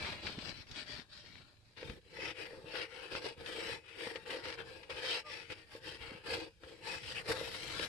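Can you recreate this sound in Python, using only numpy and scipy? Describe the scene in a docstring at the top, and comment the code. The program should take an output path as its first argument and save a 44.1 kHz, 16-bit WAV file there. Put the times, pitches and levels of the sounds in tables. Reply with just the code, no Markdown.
"""A cloth rag wipes to and fro over a polished crankshaft in an open engine block.
It is brought past a phone, rubbed on the steel and lifted off, each stroke swelling with the hand's speed.
Fibres catch and slip in a hiss, buckling folds ring the hollow crankcase, and loose cloth fans the air.
Folds snap, the hand bumps and knocks, and the rag squeaks once and scrapes once. The workshop is quiet."""
import sys
import numpy as np
from scipy import signal
from scipy.fft import rfft, irfft
from scipy.io import wavfile
from scipy.ndimage import uniform_filter1d

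SR = 44100
rng = np.random.default_rng(int(sys.argv[2]) if len(sys.argv) > 2 else 0)


def transcribe(signal):
    """Save signal, clipped to [-1, 1], as a 16-bit WAV file at the path in sys.argv[1]."""
    frames = np.atleast_2d(signal).T
    limited = np.clip(frames, -1, 1)
    pcm = np.round(limited * 32767).astype(np.int16)
    wavfile.write(sys.argv[1], SR, pcm)


N = 347508
T = np.arange(N) / SR
FREQS = np.fft.rfftfreq(N, 1 / SR)


def undb(db):
    """Turn decibels into a number to multiply by."""
    return 10 ** (np.asarray(db) / 20)


def over_hz(points):
    """Join the rows of a (frequency, value) table into a curve."""
    hz, value = np.transpose(points)
    return np.interp(np.log(FREQS + 1), np.log(hz), value)


def shape(x, response):
    """Turn each frequency of a sound up or down."""
    return irfft(rfft(x) * response, N)


def above(hz, order):
    """A filter curve that keeps what lies above hz; a higher order cuts more steeply."""
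    ratio = (FREQS / hz) ** order
    return ratio / np.sqrt(1 + ratio ** 2)


def unit(pair):
    """Scale a stereo pair so that the mean of its two sides has strength (rms) 1."""
    return pair / np.std(pair.mean(axis=0))


def steady(pair, span_s):
    """Even out the strength over span_s, keeping the quick flutter."""
    power = uniform_filter1d(pair.mean(axis=0) ** 2, int(span_s * SR))
    return pair / np.sqrt(power + 1e-4 * power.mean())


def walk(per_s):
    """A smooth random wobble, about 1 in size."""
    step = int(SR / per_s)
    stairs = np.repeat(rng.standard_normal(N // step + 1), step)
    return np.sqrt(1.5) * uniform_filter1d(stairs, step)[:N]


def slips(per_s, spread_db):
    """Two streams of tiny clicks, random in time and size."""
    hit = rng.random((2, N)) < per_s / SR
    size = undb(spread_db * np.minimum(rng.exponential(size=(2, N)), 4))
    return hit * size * rng.choice([-1, 1], (2, N))


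# How much louder the left microphone is for each place of the rag: f/Hz, left minus right/dB
BALANCE_BESIDE = [(100, -3), (300, 1), (700, 0.6), (1300, 4), (2000, 7.9), (3600, 6), (4800, 0.1),
                  (6300, 2), (11000, 3.9)]
BALANCE_INSIDE = [(60, 39), (320, 5.5), (470, 1), (620, 1.5), (850, 4), (1150, 3), (1600, 12), (2500, 8.5),
                  (3900, 5), (4700, -8), (5700, 2.5), (6500, -5), (8000, 9), (11000, 13)]
BALANCE_LIFTED = [(400, 4), (850, 2), (1200, 3), (1700, 13), (2500, 6.5), (3900, 8), (4700, -1.5),
                  (5700, 4), (6500, 9), (8000, 4), (11000, 13)]
# How alike the two microphones sound: f/Hz, likeness from 0 to 1
LIKENESS = [(50, 0.41), (200, 1), (320, 0.86), (480, 0.74), (900, 0.51), (1700, 0.069), (2600, 0.35),
            (4000, 0.1), (8000, 0.028)]
def microphones(pair, balance, lead_rad=0.48):
    """Both microphones share the lows, the left ahead by lead_rad; each hears its own treble."""
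    alike = np.clip(over_hz(LIKENESS), 0, .99)
    left, right = undb(over_hz(balance) / 2), undb(-over_hz(balance) / 2)
    shared, own = rfft(pair)
    blend = alike * np.exp(-1j * lead_rad) * shared + np.sqrt(1 - alike ** 2) * own
    middle = np.sqrt(left ** 2 + right ** 2 + 2 * alike) / 2
    return irfft(np.array([left * shared, right * blend]) / middle, N)


def places():
    """How much of the rag is beside the phone, inside the block and lifted clear."""
    entered = np.interp(T, [1.70, 1.80], [0, 1])
    lifted = np.interp(T, [7.24, 7.42], [0, 1])
    return 1 - entered, entered - lifted, lifted


def hand_speed(peak, rise, fall):
    """The hand speeds up and slows to rest. Gives the stroke's samples and its speed from 0 to 1."""
    span = slice(*np.searchsorted(T, [peak - rise, peak + fall]))
    ramp = np.interp(T[span], [peak - rise, peak, peak + fall], [0, 1, 0])
    return span, np.sin(np.pi / 2 * ramp)


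# A held rag never lies quite still. What is left between strokes: part of the sound, level/dB
RESTING_DB = {"weave": -78.5, "fibres": -80, "nap": -92, "folds": -80, "air": -79.5}
# Strokes of the rag: fastest moment t/s, speeding up/s, slowing down/s, base level of the weave/dB,
# then fibres/dB, nap/dB, folds/dB and air/dB compared with the weave, and leftward lean/dB before scaling
STROKES = [(0.045, 0.26, 0.23, -45.5, -9, -19.5, -7.5, -10, 7),
           (0.283, 0.1, 0.14, -51, -1, -17.5, -1.5, -4.5, 11),
           (0.494, 0.17, 0.052, -51, 0.5, -15, -2.5, -5, 20.5),
           (0.594, 0.2, 0.076, -58.5, -1, -18, -5.5, -1.5, 18),
           (0.731, 0.09, 0.037, -62.5, 1, -15, -1.5, 2.5, 12),
           (0.792, 0.067, 0.076, -51, 0, -14, -6.5, -12.5, 18),
           (0.93, 0.098, 0.14, -53, 0.5, -16.5, -6.5, -5.5, 20),
           (1.164, 0.11, 0.1, -61, 2.5, -13, -14, -7, 9), (1.254, 0.05, 0.35, -63, -2, -17, -6.0, -2, 14),
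           (1.787, 0.031, 0.19, -58.5, -2, -24, -3, -12, 22), (1.893, 0.12, 0.13, -60, -5, -14, 4.5, 3, 1),
           (2.17, 0.16, 0.06, -64, -1, -12, 2.5, -3, 13),
           (2.283, 0.19, 0.068, -45.0, -8.5, -22, -5, -14.5, 8.5),
           (2.425, 0.11, 0.16, -51.5, -8.5, -18, -1, -16.0, 12.5),
           (2.539, 0.11, 0.38, -67, -5, -12, 11, 1, 6),
           (2.794, 0.16, 0.095, -45.5, -6.5, -21.0, -1.5, -18.0, 11.5),
           (3.01, 0.19, 0.14, -52, -9, -17.5, -1.5, -17.5, 13.5),
           (3.165, 0.087, 0.053, -47, -5, -17.5, -1.5, -10, 8),
           (3.254, 0.067, 0.12, -51.5, -1, -15, 2.5, -12, 13),
           (3.406, 0.054, 0.08, -60, -6, -18, 5.5, 2, 16), (3.513, 0.1, 0.36, -48.5, -5, -13, 0, -17, 10.5),
           (3.694, 0.091, 0.125, -46, -6.5, -16, -6.5, -11.5, 10),
           (3.888, 0.067, 0.22, -56.5, -11, -19, -8, -24, 13),
           (4.05, 0.12, 0.16, -48.5, -7.5, -14, -0.5, -19.5, 9.5),
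           (4.2, 0.07, 0.1, -62.5, -8, -16, -1, -5, 16), (4.312, 0.069, 0.094, -48, -12, -15.5, 1, -19, 3),
           (4.37, 0.078, 0.091, -52, -4, -18, 3, -22, 13),
           (4.481, 0.087, 0.12, -47.5, -5, -17.5, 0, -15.5, 8),
           (4.596, 0.031, 0.062, -47.5, -14.5, -25, -1.5, -12, 11),
           (4.672, 0.054, 0.28, -59, -5.5, -15.5, 3, -7, 16),
           (4.908, 0.021, 0.39, -49.5, -8, -18, -0.5, -14.5, 10.0),
           (5.13, 0.16, 0.12, -42.5, -1.5, -16, -5, -30, 7),
           (5.321, 0.096, 0.2, -51, -4.5, -17, -6.5, -15.5, 12),
           (5.513, 0.023, 0.043, -45.5, -9.5, -19.5, -6.5, -13, 4),
           (5.542, 0.21, 0.19, -60, -6.5, -15.5, -5, -12, 11),
           (5.762, 0.13, 0.051, -57, -6.0, -12.5, -13, -12, 7.0),
           (5.895, 0.11, 0.15, -52.5, -4.5, -15, -3.5, -10, 8.0),
           (6.034, 0.063, 0.27, -53.5, -11, -19.5, -7, -11.5, 10.0),
           (6.13, 0.09, 0.11, -66.5, -21, -23, 8.5, -8, -2),
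           (6.321, 0.095, 0.11, -42.5, -6, -15, -2.5, -14, 7.0),
           (6.379, 0.12, 0.15, -53, -1, -15, 6.5, -9, 9),
           (6.661, 0.07, 0.39, -64.5, -3.5, -11, 6, -4.5, 7.0),
           (6.93, 0.15, 0.082, -45.5, -5, -13.5, -7, -14.5, 10),
           (7.105, 0.17, 0.087, -50, -2, -11.5, -6.5, -10, 8.5),
           (7.179, 0.046, 0.072, -46.5, -10, -12.5, -6, -12, 3),
           (7.304, 0.036, 0.049, -41, -3.5, -10, 3.5, -7, 6.0),
           (7.401, 0.23, 0.13, -47.5, -3.5, -12.5, 2.5, -10.5, 8.0),
           (7.645, 0.41, 0.11, -52, -0.5, -9.5, -1, -7.5, 7.0),
           (7.798, 0.2, 0.13, -46.5, -2, -12.5, -5, -9, 10.5)]
def effort(part, power):
    """One part of the sound grows as the hand's speed to this power; overlapping strokes add up."""
    energy = np.full(N, undb(RESTING_DB[part]) ** 2)
    for peak, rise, fall, db, fibres, nap, folds, air, _ in STROKES:
        span, speed = hand_speed(peak, rise, fall)
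        part_db = {"weave": 0, "fibres": fibres, "nap": nap, "folds": folds, "air": air}[part]
        energy[span] += (undb(db + part_db) * speed ** power) ** 2
    return np.sqrt(energy)


def side_of_rag(usual_db=9, sway=0.53):
    """Left and right gains: each stroke rubs a little to one side of the usual spot."""
    weight, total = np.full(N, undb(RESTING_DB["weave"])), np.zeros(N)
    for peak, rise, fall, db, *_, lean_db in STROKES:
        span, speed = hand_speed(peak, rise, fall)
        weight[span] += undb(db) * speed
        total[span] += undb(db) * speed * (lean_db - usual_db)
    pan_db = sway * total / weight
    return undb(np.array([pan_db, -pan_db]) / 2)


def steel_walls(pair, t60=0.046, echo_db=1, moves_per_s=7, patterns=11):
    """Echoes off bare metal fade by 60 dB in t60 seconds; their pattern changes as the hand moves."""
    t, out = T[:2048], 0
    for k in range(patterns):
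        echoes = rng.standard_normal((2, len(t))) * np.exp(-np.log(1000) * t / t60)
        echoes *= undb(echo_db) / np.linalg.norm(echoes, axis=1, keepdims=True)
        echoes[:, 0] = 1  # the direct sound
        away = np.abs((T * moves_per_s - k) % patterns - patterns / 2)
        fade = np.cos(np.pi / 2 * np.minimum(away, 1))
        out = out + signal.fftconvolve(pair * fade, echoes, axes=1)[:, :N]
    return out


def folds_shade(pair, broad_db=1.33, fine_db=2.1):
    """Shifting folds get between the rubbing and the phone, so peaks and dips wander through the hiss."""
    spectra = signal.stft(pair, SR, nperseg=1024)[2]
    chance = rng.standard_normal((2, *spectra.shape[1:]))
    broad = uniform_filter1d(uniform_filter1d(chance[0], size=24, axis=0), size=6, axis=1)
    fine = uniform_filter1d(uniform_filter1d(chance[1], size=2, axis=0), size=8, axis=1)
    gain = undb(broad_db * broad / broad.std() + fine_db * fine / fine.std())
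    return signal.istft(spectra * gain, SR, nperseg=1024)[1][:, :N]


# Tone of the hiss beside the phone, inside the block and lifted clear: f/Hz, relative level/dB
HISS_BESIDE = [(350, -26), (600, 13), (672, -4.5), (1260, -6), (1850, 0.5), (2050, -5), (2240, 1.5),
               (3060, -6), (4690, -3), (5590, -11.5), (6330, -24.5), (7740, -16.5), (12000, -36),
               (15600, -65), (22000, -120)]
HISS_INSIDE = [(400, -44), (600, 7.5), (750, -1), (890, 6), (1000, -3), (1400, -3), (1620, 2), (2250, 2),
               (2560, 4), (3300, -4.5), (4250, -8.5), (4700, -5), (5450, -10.5), (6330, -25.5), (7900, -14),
               (12000, -24.5), (16000, -74)]
HISS_LIFTED = [(350, -33), (600, 13.5), (821, -8), (919, 2), (1000, -3), (2130, 3.5), (3260, -5),
               (3930, -6.5), (5450, -11.5), (6330, -19), (7640, -6), (12000, -13), (15600, -53),
               (22000, -120)]
def rubbing(nap_db=-1, catch_db=1.3):
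    """Threads catch and slip: the coarse weave rasps, fibres hiss and the nap (surface fuzz) whispers."""
    gains = (effort("weave", power=1.66), effort("fibres", power=2.1),
             undb(nap_db) * effort("nap", power=1.72))
    catches = slips(per_s=5000, spread_db=3) * undb(catch_db * walk(per_s=130))
    grains = folds_shade(steel_walls(catches))
    # the weave takes the low band, the fibres the middle and the nap the top
    fine, finest = above(hz=3600, order=8), above(hz=6200, order=14)
    bands = np.sqrt(1 - fine ** 2), fine * np.sqrt(1 - np.minimum(finest, 1) ** 2), finest
    tones = HISS_BESIDE, HISS_INSIDE, HISS_LIFTED
    balances = BALANCE_BESIDE, BALANCE_INSIDE, BALANCE_LIFTED
    out = 0
    for share, tone, balance in zip(places(), tones, balances):
        hiss = shape(grains, undb(over_hz(tone)) * above(hz=796, order=4))
        heard = microphones(hiss, balance)
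        for gain, band in zip(gains, bands):
            out = out + share * gain * steady(shape(heard, band), span_s=0.056)
    return out * side_of_rag()


# Notes at which the air in the crankcase rings: f/Hz, width/Hz, relative level/dB
HOLLOW_NOTES = [(322, 22.5, -2), (386, 32, -2.5), (462.7, 18.2, 5), (494.3, 23.3, 2.5), (517.8, 22, 3),
                (887.6, 8.7, -7), (1610, 54, -18), (2490, 64, -24), (3960, 71, -21), (4600, 57, -27)]
def crankcase():
    """Filter curve of the hollow around the crankshaft: its air favours a few notes."""
    return sum((-1) ** k * undb(db) / (1 + 2j * (FREQS - hz) / width)
               for k, (hz, width, db) in enumerate(HOLLOW_NOTES))


# Tone of a fold buckling in open air: f/Hz, relative level/dB
FOLD_TONE = [(100, -22), (210, 5), (310, 4), (420, 2), (600, -5.5), (900, -4), (1600, -19), (4000, -45),
             (10000, -55)]
def crumpling(stutter_db=2.4, span_s=0.065):
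    """Folds buckle in stuttering pops, full beside the phone; in the block they ring the crankcase."""
    pops = slips(per_s=700, spread_db=3) * undb(stutter_db * walk(per_s=70))
    full = shape(pops, undb(over_hz(FOLD_TONE)))
    thin = shape(full, above(hz=480, order=3))
    near = steady(microphones(full, BALANCE_BESIDE, lead_rad=0), span_s)
    direct = steady(microphones(thin, BALANCE_INSIDE), span_s)
    ring = steady(microphones(shape(pops, crankcase()), BALANCE_INSIDE), span_s)
    beside, inside, lifted = places()
    near *= beside * undb(1.5)
    direct *= inside * undb(-11) + lifted * undb(-8)
    ring *= inside + lifted * undb(-4)
    return (near + direct + ring) * effort("folds", power=1.47)


# Tone of the air pushed by the cloth: f/Hz, relative level/dB
PUFF_TONE = [(15, -12), (40, -10), (65, -4.5), (80, -3), (98, -1.5), (125, -2.5), (190, -8), (300, -15),
             (600, -42)]
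def flapping(gain_db=1.54):
    """Loose cloth fans low puffs of air at the microphones."""
    puffs = shape(slips(per_s=390, spread_db=-1), undb(over_hz(PUFF_TONE)))
    air = unit(microphones(puffs, BALANCE_BESIDE, lead_rad=1))
    return air * undb(gain_db) * effort("air", power=1.32)


# Tone of the quiet room: f/Hz, relative level/dB
ROOM_TONE = [(15, -8), (40, 2.5), (110, 7.5), (250, -12.5), (600, -18), (1000, -35), (4500, -44),
             (6500, -23.5), (12000, -32)]
def workshop(db=-71):
    """Faint, even room noise."""
    noise = shape(rng.standard_normal((2, N)), undb(over_hz(ROOM_TONE)))
    return undb(db) * unit(microphones(noise, BALANCE_BESIDE))


# Folds that snap: t/s, level/dB, centre f/Hz, time to fade by 60 dB/s
SNAPS = [(0.045, -44.5, 1900, 0.18), (0.267, -41.5, 2150, 0.1), (0.387, -44.5, 2300, 0.037),
         (0.492, -41, 2650, 0.019), (0.668, -57, 2480, 0.037), (0.712, -49.5, 4800, 0.06),
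         (0.997, -45.5, 2780, 0.023), (1.354, -48.5, 2090, 0.017), (1.829, -49, 1670, 0.041),
         (1.896, -49, 2280, 0.063), (3.151, -39, 1490, .04), (3.460, -46, 2450, 0.077),
         (3.588, -49, 2450, .026), (4.007, -44, 1540, 0.024), (4.071, -46, 1270, 0.045),
         (4.157, -41, 1960, .06), (4.260, -53, 1580, 0.048), (4.304, -46.5, 2200, 0.12),
         (4.454, -43.5, 1940, 0.065), (4.501, -43, 1840, 0.024), (4.525, -45, 2600, .04),
         (4.831, -53, 2040, 0.064), (4.898, -46.5, 1730, 0.076), (5.384, -53, 2090, 0.04),
         (5.751, -58, 2040, .032), (6.635, -54, 1360, 0.068), (7.303, -42, 2090, 0.051),
         (7.794, -37, 2800, 0.037)]
def snaps(relative_width=0.77, dull_hz=4800, attack_s=0.0014):
    """A fold pulls taut: a short rush of slips, its tone set by the size of the fold."""
    out, t = np.zeros((2, N)), T[:8192]
    hz = np.fft.rfftfreq(len(t), 1 / SR) + 1
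    for s, db, centre, t60 in SNAPS:
        tone = 1 / np.hypot(1, (hz - centre ** 2 / hz) / (relative_width * centre))
        tone /= np.hypot(1, (hz / dull_hz) ** 4)
        rush = irfft(tone * np.exp(2j * np.pi * rng.random((2, len(hz)))))
        fade = np.minimum(t / attack_s, 1) * np.exp(-np.log(1000) * t / t60)
        burst = undb(db) * unit(rush) * fade
        start = int(s * SR)
        out[:, start:start + len(t)] += burst[:, :N - start]
    return microphones(out, BALANCE_INSIDE)


# Soft bumps of the hand and rag: t/s, relative level/dB, f/Hz
BUMPS = [(0.247, -38.5, 90), (0.271, -37, 112), (0.377, -31.5, 115), (0.384, -28, 242), (0.495, -35, 220),
         (0.995, -39, 260), (1.897, -35, 59), (1.898, -34, 210), (2.644, -42, 136), (3.152, -34, 286),
         (4.07, -35.5, 248), (4.312, -39.5, 295), (5.752, -49, 308), (6.009, -41.5, 59), (6.082, -46, 51),
         (6.118, -33.5, 289), (6.15, -39, 175), (6.329, -49, 91), (6.643, -47, 62), (7.311, -35, 86)]
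def bumps(gain_db=-2, swings=5):
    """Each bump gives a few low swings that die away quickly."""
    out = np.zeros(N)
    for s, db, hz in BUMPS:
        cycles = hz * np.maximum(T - s, 0)
        fade = np.exp(-np.log(1000) * np.minimum(cycles / swings, 2))
        out += undb(db + gain_db) * np.sin(2 * np.pi * cycles) * fade
    return shape(out, above(hz=42, order=3))


# Rise and fall of the hollow's lowest notes: t/s, change in level/dB
LOW_NOTE_LEVELS = [(1.7, -1.5), (2.0, 6.5), (2.4, -3), (2.55, 1.5), (2.8, -6.5), (3.1, 1.5), (3.3, -1.5),
                   (3.8, 0), (4.1, 2.5), (4.5, -1.5), (5.1, -5.5), (5.5, 4.5), (6.3, 0.5), (6.45, -2),
                   (6.75, 3.5), (7.35, -6.5), (7.8, 5.5)]
def low_note_swell(pair, split_hz=410):
    """The hollow's lowest notes grow louder and softer from stroke to stroke."""
    lows = shape(pair, 1 - above(split_hz, order=10) ** 2)
    gain = undb(np.interp(T, *np.transpose(LOW_NOTE_LEVELS)))
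    return pair + lows * (gain - 1)


# Fingers knocking on the hollow through the cloth: t/s, relative level/dB
KNOCKS = [(1.828, -28), (2.187, -32), (2.532, -30.5), (2.643, -34), (2.942, -39), (3.148, -28.5),
          (3.244, -25.5), (3.552, -32), (3.585, -28), (3.695, -28), (4.068, -38), (4.156, -28),
          (4.368, -28), (4.498, -46), (4.603, -30), (4.897, -29), (5.04, -23.5), (5.751, -29), (6.324, -28),
          (6.377, -30), (6.634, -37), (7.307, -15), (7.412, -22), (7.797, -25)]
def knocks(gain_db=-7, push_s=0.00092, damping=0.88):
    """A padded finger gives one soft push, and the air in the crankcase rings briefly."""
    t = T[:4096]
    ring = sum(undb(db) * np.sin(2 * np.pi * hz * t) * np.exp(-np.pi * width * damping * t)
               for hz, width, db in HOLLOW_NOTES)
    push = np.sin(np.pi * np.minimum(t / push_s, 1)) ** 2
    knock = np.convolve(ring, push)
    hits = np.zeros(N)
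    for s, db in KNOCKS:
        hits[int(s * SR)] = undb(db + gain_db)
    out = signal.fftconvolve(hits, knock / np.abs(knock).max())[:N]
    # the block is open on top, so the slow part of the push escapes
    return shape(out, above(hz=323, order=5))


def swell(start_s, end_s):
    """A smooth rise from silence to 1 and back."""
    return np.sin(np.pi * np.interp(T, [start_s, end_s], [0, 1])) ** 2


def squeak(start_s=5.225, end_s=5.33, from_hz=618, to_hz=572, gain_db=-54, rough=0.01):
    """Cloth sticks and slips regularly on the polished steel, falling in pitch as it slows."""
    hz = np.interp(T, [start_s, end_s], [from_hz, to_hz]) * (1 + rough * walk(per_s=250))
    phase = 2 * np.pi * np.cumsum(hz) / SR
    harmonics_db = (-1.5, 4.5, -22, -20)
    tone = sum(undb(db) * np.sin(k * phase) for k, db in enumerate(harmonics_db, start=1))
    return undb(gain_db) * swell(start_s, end_s) * tone


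def scrape(start_s=7.14, end_s=7.22, hz=2600, width_hz=650, db=-43):
    """A tight fold drags over an edge and chatters around one pitch."""
    band = 1 / (1 + 2j * (FREQS - hz) / width_hz) ** 2
    chatter = shape(slips(per_s=1500, spread_db=2), band)
    return undb(db) * swell(start_s, end_s) * unit(microphones(chatter, BALANCE_INSIDE))


def scene(grip_db=1.41):
    """The rag in the quiet room; rubbing and crumpling waver as the grip tightens and loosens."""
    grip = undb(grip_db * walk(per_s=28))
    hiss = grip * rubbing()
    hollow = low_note_swell(grip * crumpling() + knocks())
    return hiss + hollow + snaps() + flapping() + bumps() + squeak() + workshop() + scrape()


def record(dry, top_hz=12250):
    """The phone steeply cuts off the highest treble."""
    return signal.sosfilt(signal.ellip(10, .2, 70, top_hz, fs=SR, output="sos"), dry)


dry = scene()
out = record(dry)
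transcribe(out)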